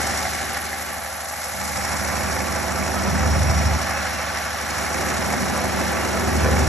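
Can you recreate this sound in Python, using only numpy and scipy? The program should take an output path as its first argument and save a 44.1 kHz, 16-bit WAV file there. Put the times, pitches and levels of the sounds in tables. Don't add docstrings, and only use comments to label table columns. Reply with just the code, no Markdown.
import sys
import numpy as np
from scipy import signal
from scipy.fft import rfft, irfft, next_fast_len
from scipy.io import wavfile
from scipy.ndimage import uniform_filter1d

SR = 44100
rng = np.random.default_rng(int(sys.argv[2]) if len(sys.argv) > 2 else 0)


def store_wav(level_fs):
    pcm = np.round(np.clip(np.atleast_2d(level_fs), -1, 1) * 32767)
    wavfile.write(sys.argv[1], SR, pcm.T.astype(np.int16))


N = 294837


def from_db(db):
    return 10 ** (np.asarray(db) / 20)


def mid_one(x):
    return x / np.sqrt(np.mean(np.atleast_2d(x).mean(0) ** 2) + 1e-20)


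def in_time(rows):
    start_s, *columns = np.transpose(rows)
    return [np.interp(np.arange(N) / SR, start_s, column) for column in columns]


def at_hz(points, hz):
    table_hz, value = np.transpose(points)
    return np.interp(np.log(hz + 1e-3), np.log(table_hz), value)


def drift(rate_hz):
    step = 40
    memory = np.exp(-2 * np.pi * rate_hz * step / SR)
    noise = rng.standard_normal(N // step + 2002)
    slow = signal.lfilter([1], [1, -2 * memory, memory * memory], noise)[2000:]
    return np.interp(np.arange(N) / step, np.arange(len(slow)), mid_one(slow))


def panned(left_db):
    gains = from_db(np.array([[.5], [-.5]]) * left_db)
    return gains / gains.mean(0)


# pitch_hz, lead_rad
CHANNEL_LEAD = [(60, -.3), (76, -.45), (100, -.7), (150, -1.4), (240, -1.7), (340, -1.4), (460, -.5),
                (620, -.7), (800, 0), (2000, 0), (2600, 1.5), (4000, .6), (4600, 1.7), (5100, 4.6),
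                (5700, 6.2), (6750, 6.4), (7670, 8.1), (8400, 9.3), (9500, 9.44), (10200, 10.2),
                (10600, 10.9), (11400, 11.5), (11900, 12.5)]


def channel_lead(hz):
    return at_hz(CHANNEL_LEAD, hz) * np.array([[.5], [-.5]])


# pitch_hz, likeness (0-1, share of power)
CHANNEL_LIKENESS = [(60, .99), (140, .85), (250, .88), (440, .35), (560, .6), (800, .85), (960, .62),
                    (1450, .99), (2000, .98), (2600, .72), (4200, .7), (4900, .8), (5800, .98), (7400, .8),
                    (8200, .88), (8700, .999), (9500, .999), (10200, .85), (11800, .97)]


def radiate(force, colour, envelope=1):
    size = next_fast_len(N, True)
    hz = np.arange(size // 2 + 1) * SR / size
    alike = np.clip(at_hz(CHANNEL_LIKENESS, hz), 0, 1)
    direct = rfft(mid_one(force) * envelope, size) * np.exp(1j * channel_lead(hz))
    scattered = rfft(rng.standard_normal((2, N)) * envelope, size)
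    mixed = np.sqrt(alike) * direct + np.sqrt(1 - alike) * scattered
    lowest_hz, highest_hz = colour[0][0], colour[-1][0]
    skirts = 1 / (1 + (hz / highest_hz) ** 4) / (1 + (lowest_hz / (hz + 1)) ** 4)
    gain = from_db(at_hz(colour, hz)) * skirts
    return mid_one(irfft(mixed * gain, size)[:, :N])


def tone(hz, level_db):
    phase = 2 * np.pi * (np.cumsum(hz) / SR + rng.random())
    return np.sqrt(2) * from_db(level_db) * np.sin(phase + channel_lead(np.mean(hz)))


def ring(force, hz, t60_s):
    decay, turn = from_db(-60 / (t60_s * SR)), 2 * np.pi * hz / SR
    return signal.lfilter([0, np.sin(turn)], [1, -2 * decay * np.cos(turn), decay * decay], force + 1e-18)


def struck(clicks, modes, scatter_db):
    out, at = np.zeros(N), np.flatnonzero(clicks)
    chance = rng.standard_normal((len(at), len(modes)))
    for k, (hz, db, t60_s) in enumerate(modes):
        force = np.zeros(N)
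        force[at] = clicks[at] * from_db(db + scatter_db * chance[:, k]) * (-1) ** k
        out += ring(force, hz, t60_s)
    return out


def blows(rows):
    start_s, *levels_db = np.transpose(rows)
    clicks = np.zeros((len(levels_db), N))
    clicks[:, (start_s * SR).astype(int)] = from_db(levels_db)
    return clicks


def taps(per_s, spread_db, most=3):
    sizes = from_db(spread_db * np.minimum(rng.exponential(1, N), most)) * rng.choice([-1, 1], N)
    return (rng.random(N) < per_s / SR) * sizes


CYLINDER_DB = [-3.5, 3, 4, -3.5, -5, 2.5]
HALF_CYLINDER_DB = .5 * np.array(CYLINDER_DB)


def bursts(firings, centre, width, depth, scatter_db, pattern_db=CYLINDER_DB):
    turn = firings - centre + 2.5
    which, offset = turn.astype(int), turn % 1 - .5
    chance = rng.standard_normal(size=1024)
    strength = from_db(np.array(pattern_db)[(which - 2) % len(pattern_db)] + scatter_db * chance[which])
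    return np.sqrt(1 + (depth * strength) ** 2 * np.exp(-(offset / width) ** 2))


def cyclic_force(firings, repeat, size=3500):
    place = firings / len(CYLINDER_DB) % 1 * size
    loop = np.interp(place, np.arange(size), rng.standard_normal(size))
    return np.sqrt(repeat) * mid_one(loop) + np.sqrt(1 - repeat) * rng.standard_normal(N)


# start_s, firings_per_s
ENGINE_SPEED = [(0, 75.35), (1, 76.0), (2.2, 75.85), (2.8, 76.18), (3.4, 75.5), (4.9, 75.35), (5.5, 76.14),
                (6.69, 75.35)]


def engine_firings():
    return .1 + np.cumsum(in_time(ENGINE_SPEED)[0]) / SR


# multiple of the six-firing cycle, level_db (about the exhaust level)
EXHAUST_LINES = [(4, -22), (6, 4), (7, -17.5), (8, -13.5), (9, -11.5), (10, -13), (11, -34), (12, -5),
                 (13, -25), (14, -22.5), (15, -1.5), (16, -13), (18, -7), (19, -8.5), (20, -10), (24, -9)]
FIRING_WAVER, OVERTONE_WAVER = .05, .15
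BOOM_TOP_HZ = 182


def exhaust(firings, level_db, boom_db, overtone_share=0.22, left_db=-1.2):
    out, cycle = np.zeros((2, N)), firings / len(CYLINDER_DB)
    for order, db in EXHAUST_LINES:
        hz = order * ENGINE_SPEED[0][1] / len(CYLINDER_DB)
        follow = 1 if hz < BOOM_TOP_HZ else overtone_share
        share = FIRING_WAVER if order == len(CYLINDER_DB) else OVERTONE_WAVER
        waver, slip = 1 + share * drift(6.0), share * drift(6.5)
        gain = from_db(db + level_db + follow * boom_db) * waver
        phase = 2 * np.pi * (order * cycle + rng.random()) + slip
        out += gain * np.sin(phase + channel_lead(hz))
    return np.sqrt(2) * out * panned(left_db)


# (relative, per Hz)
BLAST_COLOUR = [(45, -3), (75, -2), (120, -4), (165, -6), (200, 7), (245, -10)]


def blast(firings, level_db):
    puff = bursts(firings, centre=.5, width=.3, depth=1.5, scatter_db=2.5)
    return from_db(level_db) * radiate(rng.standard_normal(N), BLAST_COLOUR, puff)


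# start_s, turns_per_s
SHAFT_SPEED = [(0, 31.5), (0.8, 31.7), (1.5, 32.35), (2.6, 31.8), (3.6, 31.95), (5.5, 32.15), (6.3, 32.1),
               (6.69, 31.5)]
# multiple of a turn, level_db (about the exhaust)
SHAFT_LINES = [(2, -7.5), (3, -3.5), (4, -13.5)]


def drive(exhaust_db, rumble_db):
    turns_hz, = in_time(SHAFT_SPEED)
    shaft = sum(tone(order * turns_hz, exhaust_db + db) for order, db in SHAFT_LINES)
    fan = tone(194.5 + 2.2 * drift(4), rumble_db - 1.2 + 2.5 * drift(3))
    bearing = tone(8266 + 6 * drift(6), -62 + 3 * drift(3))[0]
    return shaft + fan + bearing


# (relative, per Hz)
RUMBLE_COLOUR = [(20, -17), (40, -28), (62, -19), (100, -11), (150, -1), (200, 1.5), (240, 1.5),
                 (280, -8.5), (420, -19)]


def rumble(firings, level_db):
    return from_db(level_db) * radiate(cyclic_force(firings, repeat=0.12), RUMBLE_COLOUR)


# start_s, level_db, left_right_db (positive is left)
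PANEL_DRUMMING = [(0.0, -38.5, 2), (0.95, -46.5, 3), (1.15, -54, -4), (1.45, -54.5, -19), (2.0, -40.5, -12),
                  (2.9, -36, -8), (3.5, -36.5, -4), (4.05, -44, 5), (4.6, -44, 1), (5.0, -33.5, 0),
                  (5.5, -35, 3), (6.69, -28, 2.5)]
# (relative, per Hz)
PANEL_COLOUR = [(190, 2.5), (270, 2.5), (320, -1), (385, 4), (440, -5.5), (510, -0.5), (600, -5)]


def panels(firings):
    level_db, left_db = in_time(PANEL_DRUMMING)
    drumming = radiate(cyclic_force(firings, repeat=0.37), PANEL_COLOUR)
    return from_db(level_db) * drumming * panned(left_db)


# (relative, per Hz)
BODY_COLOUR = [(350, -51), (450, -21), (510, 1.5), (570, 0.5), (640, 1.5), (700, -0.5), (790, 1), (880, 1),
               (960, -3), (1200, -12)]


def body(firings, level_db):
    thud = bursts(firings, centre=0.44, width=0.45, depth=0.13, scatter_db=3.0)
    return from_db(level_db) * radiate(cyclic_force(firings, repeat=0.25), BODY_COLOUR, thud)


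# start_s, level_db (before the jolts)
KNOCK_LEVEL = [(0.0, -31), (0.6, -33), (1.25, -36.7), (1.5, -36), (1.9, -30.5), (2.6, -30.5), (3.4, -29.5),
               (4.1, -29), (4.6, -31), (5.0, -28.5), (5.55, -31), (5.85, -29.5), (6.69, -29)]
# (relative, per Hz)
KNOCK_COLOUR = [(750, -42), (950, -28), (1010, -3), (1070, 1.5), (1155, 6), (1220, -1.5), (1370, 3),
                (1700, 1.5), (2150, -1.5), (2500, -5.5), (3100, -15.5), (4500, -21)]


def knock(firings, jolts_db):
    level_db = in_time(KNOCK_LEVEL)[0] + jolts_db
    burst = bursts(firings, centre=.46, width=.24, depth=.9, scatter_db=.7, pattern_db=HALF_CYLINDER_DB)
    return from_db(level_db) * radiate(cyclic_force(firings, repeat=0.22), KNOCK_COLOUR, burst)


# pitch_hz, level_db (relative), t60_s
FRAME_MODES = [(368, -18, 0.083), (510, 3.5, 0.12), (548, 10.5, 0.027), (661, 6, 0.1), (753, 2.5, 0.035),
               (1005, 1, 0.18), (1175, 2.5, 0.06), (1290, 2, 0.17), (1381, -8, 0.032), (1650, -10, 0.033),
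               (1710, -9, 0.014), (1880, -15, 0.014), (2243, 6.5, 0.032), (2626, -2, 0.068)]


def chain(firings):
    shake = bursts(firings, centre=.48, width=.2, depth=2.5, scatter_db=1, pattern_db=HALF_CYLINDER_DB) ** 2
    touches = taps(per_s=150 * shake / shake.mean(), spread_db=4)
    return mid_one(struck(touches, FRAME_MODES, scatter_db=4.5))


BODY_DB, BODY_FOLLOWS = -34.5, 0.59
BODY_PAN_DB, BODY_PAN_FOLLOWS = -4.5, -0.45


def clatter(firings, effort_db, jolt_db=0.7):
    body_db = BODY_DB + BODY_FOLLOWS * effort_db
    jolts_db = jolt_db * drift(17.0)
    rattle = body(firings, body_db + jolts_db) + from_db(body_db - 3) * chain(firings)
    rattle_pan = panned(BODY_PAN_DB + BODY_PAN_FOLLOWS * effort_db)
    return panels(firings) + rattle * rattle_pan + knock(firings, jolts_db) * panned(-0.37)


# start_s, low_cover_level_db, bright_cover_level_db
COVER_CHATTER = [(0.0, -30, -31.5), (0.25, -34, -35), (0.7, -39, -39), (1.3, -38.5, -43), (1.9, -37.5, -37),
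                 (2.7, -38.5, -41.5), (3.7, -35, -49), (4.4, -39, -51), (5.2, -35, -38.5), (6.0, -38, -38),
                 (6.69, -36, -50)]
# (relative, per Hz)
LOW_COVER_COLOUR = [(560, -9.5), (660, 0.5), (720, 1.5), (785, 7.5), (850, 6), (940, -13)]
# (relative, per Hz)
BRIGHT_COVER_COLOUR = [(1600, -2), (1880, -1), (2030, -1), (2200, -0.5), (2500, -13.5)]


def covers(firings):
    low_db, bright_db = in_time(COVER_CHATTER)
    shake = bursts(firings, centre=0.48, width=0.28, depth=0.9, scatter_db=1.0)
    low = radiate(taps(per_s=900, spread_db=-0.5), LOW_COVER_COLOUR, shake)
    bright = radiate(taps(per_s=1200, spread_db=0.0), BRIGHT_COVER_COLOUR, shake)
    return from_db(low_db) * low + from_db(bright_db) * bright


# start_s, level_db (before a fixed trim and flicker)
RUSTLE_LEVEL = [(0.0, -35.5), (0.5, -37), (0.95, -42), (1.4, -43), (1.9, -41.5), (3.1, -39.5), (4.0, -37),
                (4.55, -38), (5.0, -38), (6.1, -37), (6.69, -37)]
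# (relative, per Hz)
RUSTLE_COLOUR = [(2000, -9), (2850, 5), (3200, 1), (3700, 1), (4300, 2), (4850, -2), (5400, 4.5),
                 (6200, 0.5), (7400, -4), (8500, -68)]


def rustle():
    level_db = in_time(RUSTLE_LEVEL)[0] - 1.1 + 1.18 * drift(31)
    stalks = taps(per_s=3500, spread_db=2.5, most=4)
    return from_db(level_db) * radiate(stalks, RUSTLE_COLOUR)


# (relative, per Hz)
HISS_COLOUR = [(5400, 10), (6300, 7), (7500, 7), (8300, 12), (9000, -24), (9700, 8.5), (10400, 3.5),
               (12000, -1), (12500, -27)]


def leak_hiss(firings, level_db):
    puff = bursts(firings, centre=0.47, width=0.38, depth=1.13, scatter_db=1.6)
    return from_db(level_db + .5 * drift(15)) * radiate(rng.standard_normal(N), HISS_COLOUR, puff)


OCTAVE_CYLINDER_DB = [1, 2.5, -0.5, 0, 4.5, 1.5]
# start_s, level_db (before a fixed trim and flicker)
OCTAVE_LEVEL = [(0.0, -36), (1.2, -35.5), (2.35, -36), (3.25, -40), (4.2, -39), (4.85, -37.5), (5.15, -38),
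                (5.6, -37.5), (6.69, -37.5)]
# (relative, per Hz)
WHISTLE_COLOUR = [(4800, -2), (5200, 15), (5500, 14), (5800, 15.5), (6100, 2), (6700, -46)]
# (relative, per Hz)
OCTAVE_COLOUR = [(9400, -35), (10200, 19), (10800, 24), (11300, 26), (11800, 19.5), (12400, -25)]
CHIRP_START, CHIRP_TOP_HZ = .13, 6090
CHIRP_SINK_HZ, CHIRP_SINK_HZ_PER_DB = 820, 50


def leak_whistle(firings, whistle_db):
    which, age = np.divmod(firings - CHIRP_START, 1)
    strength_db = np.take(OCTAVE_CYLINDER_DB, which.astype(int), mode="wrap")
    sink_hz = CHIRP_SINK_HZ + CHIRP_SINK_HZ_PER_DB * strength_db
    chirp_hz = uniform_filter1d(CHIRP_TOP_HZ - sink_hz * age, size=190)
    hz = chirp_hz * (1 + .009 * drift(120) + .005 * drift(15))
    phase = 2 * np.pi * np.cumsum(hz) / SR
    blow = bursts(firings, centre=.65, width=.3, depth=1.2, scatter_db=1.4)
    squeal = bursts(firings, centre=.64, width=.42, depth=2.0, scatter_db=1.3, pattern_db=OCTAVE_CYLINDER_DB)
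    first = np.sqrt(2) * np.sin(phase) + 3.0 * rng.standard_normal(N)
    octave = np.sqrt(2) * np.sin(2 * phase) + 1.25 * rng.standard_normal(N)
    first_gain = from_db(whistle_db + 0.91 * drift(38))
    octave_gain = from_db(in_time(OCTAVE_LEVEL)[0] - 5.0 + 1.5 * drift(33))
    return (first_gain * radiate(first, WHISTLE_COLOUR, blow)
            + octave_gain * radiate(octave, OCTAVE_COLOUR, squeal))


# start_s, hiss_level_db, whistle_level_db
LEAK_LEVEL = [(0.0, -32, -44), (0.18, -34, -38), (0.6, -38.5, -53), (1.05, -40.5, -53), (1.5, -37, -54),
              (1.78, -34, -39), (2.35, -35.5, -37.5), (2.55, -36.5, -40.5), (3.55, -37.3, -34.5),
              (3.78, -38.5, -38), (4.55, -40.5, -42.5), (4.8, -35.5, -40), (5.6, -37, -41),
              (6.4, -36.5, -40), (6.69, -35, -36.5)]


def leak(firings):
    hiss_db, whistle_db = in_time(LEAK_LEVEL)
    return leak_hiss(firings, hiss_db) + leak_whistle(firings, whistle_db)


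# start_s, low_cover_level_db, bright_cover_level_db
SLAP_BLOWS = [(0.180, -24, -29), (0.251, -16, -25), (0.569, -24, -26), (0.729, -21, -26), (4.371, -21, -31),
              (5.335, -16, -34)]
# pitch_hz, level_db (relative), t60_s
LOW_COVER_MODES = [(675, -11, .04), (782, -7.5, 0.065), (850, -9, .04)]
# pitch_hz, level_db (relative), t60_s
BRIGHT_COVER_MODES = [(1640, -4, .03), (1880, 0.5, 0.049), (2060, -4, 0.069), (2200, -8, .03)]


def slaps():
    on_low, on_bright = blows(SLAP_BLOWS)
    low = struck(on_low, LOW_COVER_MODES, scatter_db=1)
    return low + struck(on_bright, BRIGHT_COVER_MODES, scatter_db=3.5)


# start_s, end_s (start of the fall), lift_db, deck_shudder_db
BOOM_SWELLS = [(3.052, 3.756, 10.5, 8.5), (6.163, 6.69, 8.5, 4.5)]
BOOM_ATTACK_S, BOOM_RELEASE_S = 0.24, 0.075
SHUDDER_AFTER_S, SHUDDER_S = 0.095, 0.15


def booms():
    t, lift_db, shudder_db = np.arange(N) / SR, 0, 0
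    for start_s, end_s, db, jolt_db in BOOM_SWELLS:
        rise, fall = (t - start_s) / BOOM_ATTACK_S, 1 - (t - end_s) / BOOM_RELEASE_S
        lift_db += db * np.clip(np.minimum(rise, fall), 0, 1)
        shudder_db += jolt_db * np.exp(-((t - start_s - SHUDDER_AFTER_S) / SHUDDER_S) ** 2)
    return lift_db, shudder_db


# middle_s, pitch_hz (before the wobble), level_db (at the peak)
JOINT_SQUEAKS = [(3.97, 2610, -38), (4.18, 2700, -39), (6.02, 2810, -42)]
SQUEAK_S = .11


def squeaks():
    t = np.arange(N) / SR
    wobble = 1 + .006 * drift(40)
    return sum(tone(hz * wobble, db) * np.exp(-(2 * (t - middle_s) / SQUEAK_S) ** 2)
               for middle_s, hz, db in JOINT_SQUEAKS)


# start_s, plate_blow_level_db, hopper_blow_level_db
JOLT_BLOWS = [(6.446, -14.5, -22), (6.459, -13, -16.5), (6.485, -28, -18), (6.516, -24, -27),
              (6.532, -32, -27)]
# pitch_hz, level_db (relative), t60_s
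PLATE_MODES = [(754, -5, 0.027), (1180, -14, 0.026), (1500, -6, 0.046), (1750, -9, 0.12), (1770, -16, 0.05),
               (2300, -13, 0.029)]
# pitch_hz, level_db (relative), t60_s
HOPPER_MODES = [(430, -6, 0.066), (515, 0, 0.084), (605, -7, .04)]


def clanks():
    on_plate, on_hopper = blows(JOLT_BLOWS)
    return struck(on_plate, PLATE_MODES, scatter_db=1.2) + struck(on_hopper, HOPPER_MODES, scatter_db=1.2)


# start_s, effort_db (about the usual)
EFFORT_COURSE = [(0.0, 0), (0.25, -3.5), (0.6, -8.5), (1.05, -7.5), (1.3, -10), (1.46, -9.5), (1.62, -3.3),
                 (1.88, 0.7), (2.3, 4), (2.55, 2.5), (3.0, 5.5), (3.65, 5.5), (4.05, 1), (4.55, -3),
                 (4.9, 2), (5.25, 5.5), (5.55, 4.5), (5.85, 5.5), (6.2, 5), (6.69, 8)]
# start_s, exhaust_db, rumble_db
BASS_SWAY = [(0.0, 1.5, -14), (0.6, 2, -1), (1.0, -2, -7), (1.7, -1, 3), (2.9, -1, -1.5), (3.9, -2, -7),
             (4.7, -1.8, -7), (5.4, -4, 5.5), (6.2, -2.5, -3.5)]
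EXHAUST_DB, EXHAUST_FOLLOWS = -39.5, 0.96
RUMBLE_DB, RUMBLE_FOLLOWS = -45.5, 1.35
BLAST_DB = -10.5
BLAST_BOOM_SHARE, RUMBLE_BOOM_SHARE = 1.3, 0.19


def scene():
    firings = engine_firings()
    effort_db, = in_time(EFFORT_COURSE)
    exhaust_sway_db, rumble_sway_db = in_time(BASS_SWAY)
    boom_db, shudder_db = booms()
    exhaust_db = EXHAUST_DB + EXHAUST_FOLLOWS * effort_db + exhaust_sway_db
    blast_db = exhaust_db + BLAST_DB + BLAST_BOOM_SHARE * boom_db
    rumble_db = RUMBLE_DB + RUMBLE_FOLLOWS * effort_db + rumble_sway_db
    rumble_db = rumble_db + RUMBLE_BOOM_SHARE * boom_db + shudder_db
    stack = exhaust(firings, exhaust_db, boom_db) + blast(firings, blast_db)
    lows = stack + drive(exhaust_db + boom_db, rumble_db) + rumble(firings, rumble_db)
    steady = lows + clatter(firings, effort_db) + covers(firings) + rustle() + leak(firings)
    return steady + slaps() + squeaks() + clanks()


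def record(dry):
    return signal.sosfilt(signal.cheby2(16, 60, 13200, fs=SR, output="sos"), dry)


dry = scene()
out = record(dry)
store_wav(out)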